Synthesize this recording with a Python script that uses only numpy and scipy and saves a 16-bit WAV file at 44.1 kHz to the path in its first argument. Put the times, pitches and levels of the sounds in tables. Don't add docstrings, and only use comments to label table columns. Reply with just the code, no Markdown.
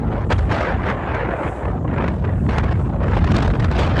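import sys
import numpy as np
from scipy import signal
from scipy.fft import rfft, irfft
from scipy.io import wavfile
from scipy.ndimage import uniform_filter1d, minimum_filter1d

SR = 44100
rng = np.random.default_rng(int(sys.argv[2]) if len(sys.argv) > 2 else 0)


def materialize(psi):
    bounded = np.clip(np.atleast_2d(psi).T, -1, 1)
    quanta = np.round(bounded * 32767).astype(np.int16)
    wavfile.write(sys.argv[1], SR, quanta)


N = 176400

# (time [s], deep rumble level [dB], thud level [dB])
PRESSURE_SWINGS = [(0.0, -35, -22.5), (0.09, -19, -23), (0.11, -25, -24.5), (0.23, -21, -31),
                   (0.3, -26, -22), (0.31, -37, -28), (0.33, -18, -25.5), (0.44, -17.5, -33),
                   (0.47, -19, -23.5), (0.54, -22, -28.5), (0.59, -46, -21.5), (0.62, -22, -32),
                   (0.68, -38, -29), (0.72, -20, -25.5), (1.04, -32.5, -31), (1.12, -23, -32),
                   (1.18, -28, -34), (1.29, -27.5, -23.5), (1.36, -28.5, -39), (1.44, -42, -34),
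                   (1.46, -25.5, -22.5), (1.58, -33, -50.5), (1.67, -21, -28), (1.8, -27, -25),
                   (1.83, -28, -26), (1.88, -26.5, -21.5), (2.34, -21, -25.5), (2.49, -23, -17),
                   (2.54, -19, -34), (2.58, -22, -21.5), (2.61, -18.5, -23.5), (2.93, -23.5, -24.5),
                   (3.19, -16.5, -23), (3.24, -11, -18), (3.29, -28, -25), (3.3, -14, -13.5),
                   (3.42, -24, -20.5), (3.51, -11, -22.5), (3.55, -35, -21), (3.61, -14, -22),
                   (3.7, -19, -23), (4.0, -20.5, -22)]
# (time [s], buffet level [dB], rush level [dB], fizz level [dB])
GUST_LEVELS = [(0.0, -39, -38, -59), (0.02, -31.5, -45.5, -67), (0.1, -32, -40, -68),
               (0.12, -25, -35, -59.5), (0.24, -31, -40, -62), (0.29, -33.5, -64, -73),
               (0.31, -21, -22, -48), (0.33, -23, -20.5, -31), (0.34, -32.5, -35, -53),
               (0.48, -33, -40.5, -62), (0.51, -26.5, -26.5, -42), (0.71, -24, -26, -49.5),
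               (0.78, -31, -36.5, -64), (0.9, -23, -23.5, -44.5), (0.96, -28.5, -36, -67),
               (1.18, -26, -26.5, -58), (1.4, -24.5, -35, -74), (1.44, -24.5, -27.5, -62),
               (1.53, -31, -39, -83), (1.69, -27, -38.5, -66), (1.84, -35, -68, -75),
               (1.85, -22.5, -48, -71), (1.88, -33, -38.5, -75), (2.04, -22.5, -28, -56),
               (2.06, -30, -33.5, -57.5), (2.22, -36, -53.5, -66), (2.26, -27, -36, -64),
               (2.41, -40, -46.5, -79), (2.48, -30, -55, -61), (2.49, -27, -32, -47),
               (2.57, -29, -30, -52.5), (2.58, -36, -22.5, -45), (2.62, -32.5, -35, -58),
               (2.73, -28.5, -31.5, -51), (2.74, -47, -39, -66), (2.77, -31.5, -47.5, -61),
               (3.0, -29, -46, -68.5), (3.01, -24.5, -36, -61), (3.14, -29.5, -29, -51.5),
               (3.17, -19, -36, -37.5), (3.2, -34.5, -34, -54), (3.36, -24.5, -27, -40),
               (3.58, -29, -37.5, -55.5), (3.64, -29, -31, -45), (3.68, -38, -36.5, -59),
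               (3.8, -22.5, -28, -36), (3.94, -29, -31, -50), (4.0, -21, -25, -35)]
# (time [s], flutter depth [factor])
CHOPPINESS = [(0, 1.23), (.45, 0.81), (.6, 0.51), (1.45, 0.83), (1.9, 1.1), (2.6, 0.95), (3.0, 1.06),
              (3.35, 1.06), (3.7, 1.25), (3.82, 0.39), (4, 1)]
# (time [s], half width [s], gain [dB])
GUST_DIPS = [(.285, 0.0055, -5), (.372, 0.0043, -7), (1.084, .012, 0.5), (1.141, 0.0022, -2.5),
             (1.864, 0.0044, -7), (1.975, 0.0034, -3), (2.225, 0.009, 2), (2.475, 0.0088, -6),
             (2.834, 0.0066, -8), (2.985, 0.0098, -6), (3.163, 0.0033, -8.5), (3.331, 0.003, -15.5),
             (3.409, .005, -1.5), (3.525, 0.0052, -9), (3.588, 0.0071, -4), (3.678, 0.0047, -5)]
# (time [s], level [dB], half width [s])
SWISH_CUES = [(.4, -63, 0.091), (1.5, -58.5, 0.11), (2.15, -66, 0.024), (2.46, -63, 0.11), (2.82, -64, .06),
              (3.58, -66, 0.15)]
# (time [s], pitch [Hz], level [dB])
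WHISTLE_GLIDE = [(.26, 10500, -80), (.35, 9750, -71), (.43, 9320, -77), (.5, 9050, -77), (.7, 8700, -85),
                 (.93, 8350, -73), (1.1, 8300, -92)]
# (time [s], length [s], slap level [dB], crackle level [dB])
BUMP_CUES = [(.293, 0.0033, -35, -70), (0.301, .033, -21, -37.5), (0.38, 0.014, -28, -42.5),
             (0.512, 0.014, -18, -39), (0.607, 0.0062, -17.5, -38), (1.145, 0.0069, -26, -44),
             (1.307, 0.011, -25, -66), (1.652, 0.0055, -25, -65), (1.764, 0.024, -39, -74),
             (1.98, 0.0065, -21, -50), (2.039, 0.0042, -23.5, -51), (2.079, 0.006, -18.5, -39.5),
             (2.24, 0.014, -28.5, -56), (2.464, 0.0035, -29, -66), (2.489, 0.0052, -27, -58),
             (2.582, 0.003, -9.5, -25), (2.635, 0.013, -26, -48), (2.753, 0.0074, -28.5, -68),
             (2.848, 0.0074, -38, -73), (3.003, 0.0038, -26.5, -65), (3.034, .005, -32, -48),
             (3.167, 0.0071, -18, -53), (3.241, 0.0068, -22.5, -39), (3.312, 0.0097, -19, -33.5),
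             (3.349, 0.0027, -40, -33), (3.364, 0.004, -21, -26), (3.382, 0.0034, -36, -34),
             (3.423, 0.0094, -20.5, -32.5), (3.475, 0.0068, -22, -37.5), (3.537, 0.0022, -20.5, -60),
             (3.597, .006, -24.5, -40), (3.643, 0.005, -19.5, -33), (3.686, 0.0034, -24, -56),
             (3.713, 0.0035, -19, -34.5), (3.789, 0.0086, -21, -32.5)]

# (frequency [Hz], relative level [dB])
RUMBLE_EQ = [(15, -45.5), (30, -27), (42, -6.5), (60, -2), (95, -6), (130, -12.5), (200, -31.5), (400, -60),
             (3000, -110)]
THUD_EQ = [(50, -29.5), (90, -5), (125, -0.5), (180, -2), (250, -8), (350, -14), (900, -55), (3000, -89.5)]
BUFFET_EQ = [(100, -16), (250, -6), (480, -0.5), (800, -6.5), (1100, -10.5), (1700, -24), (3000, -51.5),
             (6000, -78.5)]
RUSH_EQ = [(400, -25), (750, -1.5), (1050, -2.5), (1700, -3), (2400, -12), (3200, -21.5), (4500, -38.5),
           (8000, -75.5)]
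FIZZ_EQ = [(1200, -26.5), (2400, 4.5), (3500, 1.5), (5000, -7.5), (7000, -16.5), (9000, -24.5),
           (11000, -36), (14000, -43.5)]
AIR_EQ = [(500, -1), (3000, 6.5), (5200, -2), (7500, 4), (9000, -4), (11000, -11), (14000, -12)]
SWISH_EQ = [(3000, -13), (5500, -6.5), (7700, 2), (9500, -4), (11500, -16), (14000, -21)]
SLAP_EQ = [(40, -18), (200, 3), (500, 2), (1000, -2.5), (1800, -7.5), (2600, -15), (4000, -32.5),
           (7500, -56.5), (14000, -78)]
CRACKLE_EQ = [(600, -18.5), (1800, -0.5), (3500, 4.5), (6000, -4.5), (8000, -11), (10500, -27.5),
              (14000, -35.5)]

TIME, FREQS = np.arange(N) / SR, np.fft.rfftfreq(N, 1 / SR)


def amp(db):
    return 10 ** (np.asarray(db) / 20)


def unit(x):
    return x / np.sqrt(np.mean(x ** 2) + 1e-20)


def curves(table):
    times, *columns = np.transpose(table)
    return [np.interp(TIME, times, column) for column in columns]


def bell(when, half_width):
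    return np.exp(-.5 * ((TIME - when) / half_width) ** 2)


def noise(eq):
    hz, db = np.transpose(eq)
    gain = amp(np.interp(np.log(FREQS + 1), np.log(hz), db))
    return unit(irfft(rfft(rng.standard_normal(N)) * gain, N))


def steady(x, span_s):
    size = int(span_s * SR)
    power = abs(uniform_filter1d(uniform_filter1d(x ** 2, size), size)) + 1e-14
    return x / np.sqrt(power)


def patchy(x, patch_hz, patch_s, depth_db=3.0):
    hz, t, spectrum = signal.stft(x, SR, nperseg=1024, noverlap=768)
    across, along = np.fft.fftfreq(len(hz), hz[1])[:, None], np.fft.fftfreq(len(t), t[1])
    blur = np.exp(-(across * patch_hz) ** 2 - (along * patch_s) ** 2)
    patches = unit(np.fft.ifft2(np.fft.fft2(rng.standard_normal(spectrum.shape)) * blur).real)
    _, mottled = signal.istft(spectrum * amp(depth_db * patches), SR, nperseg=1024, noverlap=768)
    return unit(mottled[:N])


def rumble(deep_trim_db, thud_trim_db):
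    deep_db, thud_db = curves(PRESSURE_SWINGS)
    deep = steady(noise(RUMBLE_EQ), span_s=.034) * amp(deep_db + deep_trim_db)
    thud = steady(noise(THUD_EQ), span_s=.04) * amp(thud_db + thud_trim_db)
    return deep + thud


def flutter(slow_hz=13, fast_hz=130):
    band = (FREQS / slow_hz) ** 2 / (1 + (FREQS / slow_hz) ** 2.22) / (1 + (FREQS / fast_hz) ** 2)
    swings = unit(irfft(rfft(rng.standard_normal(N)) * band, N))
    return 2.28 * np.tanh(swings / 2.8)


def turbulence():
    eddies = flutter()
    chop, = curves(CHOPPINESS)

    def layer(eq, shared_depth, own_depth, trim_db):
        swirl = patchy(noise(eq), patch_hz=181, patch_s=.047)
        shake_db = chop * (shared_depth * eddies + own_depth * flutter())
        return amp(trim_db) * steady(swirl * amp(shake_db), span_s=.051)

    buffet_db, rush_db, fizz_db = curves(GUST_LEVELS)
    buffet = amp(buffet_db) * layer(BUFFET_EQ, shared_depth=2, own_depth=3, trim_db=.5)
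    rush = amp(rush_db) * layer(RUSH_EQ, shared_depth=4, own_depth=1.8, trim_db=.5)
    fizz = amp(fizz_db) * layer(FIZZ_EQ, shared_depth=4.5, own_depth=-.1, trim_db=5.5)
    dips_db = sum(db * bell(when, half_width) for when, half_width, db in GUST_DIPS)
    return (buffet + rush + fizz) * amp(dips_db)


def air_hiss(level_db):
    return amp(level_db) * patchy(noise(AIR_EQ), patch_hz=700, patch_s=.07)


def blade_swish():
    swells = sum(amp(db) * bell(when, half_width) for when, db, half_width in SWISH_CUES)
    return swells * noise(SWISH_EQ)


def whistle(half_width_hz):
    pitch_hz, level_db = curves(WHISTLE_GLIDE)
    band = np.exp(-(np.fft.fftfreq(N, 1 / SR) / half_width_hz) ** 2)
    white = rng.standard_normal(N) + 1j * rng.standard_normal(N)
    waver = np.fft.ifft(np.fft.fft(white) * band)
    carrier = np.exp(2j * np.pi * np.cumsum(pitch_hz) / SR)
    gate = (TIME > WHISTLE_GLIDE[0][0]) & (TIME < WHISTLE_GLIDE[-1][0])
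    return unit((waver * carrier).real) * amp(level_db) * gate


def bumps(attack_s, release_s, flutter_depth):
    slap_gain, crackle_gain = np.zeros(N), np.zeros(N)
    for start, length, slap_db, crackle_db in BUMP_CUES:
        on = (TIME > start) & (TIME < start + length + 10 * release_s)
        age = TIME[on] - start
        envelope = np.minimum(age / attack_s, 1) * np.exp(-np.maximum(age - length, 0) / release_s)
        slap_gain[on] += amp(slap_db) * envelope
        crackle_gain[on] += amp(crackle_db) * envelope
    tearing = steady(amp(flutter_depth * flutter()), span_s=.012)
    slap = slap_gain * steady(noise(SLAP_EQ), span_s=.0046)
    crackle = crackle_gain * noise(CRACKLE_EQ)
    return tearing * (slap + crackle)


def scene():
    mix = rumble(deep_trim_db=1.5, thud_trim_db=.5) + turbulence()
    mix += air_hiss(level_db=-65.5) + blade_swish() + whistle(half_width_hz=99)
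    mix += bumps(attack_s=.00078, release_s=.0019, flutter_depth=2.5)
    low_cut_hz = 44
    return irfft(rfft(mix) / np.sqrt(1 + (low_cut_hz / (FREQS + 1)) ** 10), N)[None]


def record(dry):
    threshold_db, limit_share, window = -9.5, .32, int(.003 * SR)
    ceiling_db, knee, high_cut_hz = -8.5, 12, 14400
    needed_db = np.minimum(threshold_db - 20 * np.log10(abs(dry) + 1e-9), 0)
    duck_db = limit_share * uniform_filter1d(minimum_filter1d(needed_db, window), window)
    limited = dry * amp(duck_db)
    clipped = limited / (1 + abs(limited / amp(ceiling_db)) ** knee) ** (1 / knee)
    high_cut = signal.firwin(511, high_cut_hz, window=("kaiser", 9), fs=SR)
    return signal.oaconvolve(clipped, high_cut[None], "same")


dry = scene()
out = record(dry)
materialize(out)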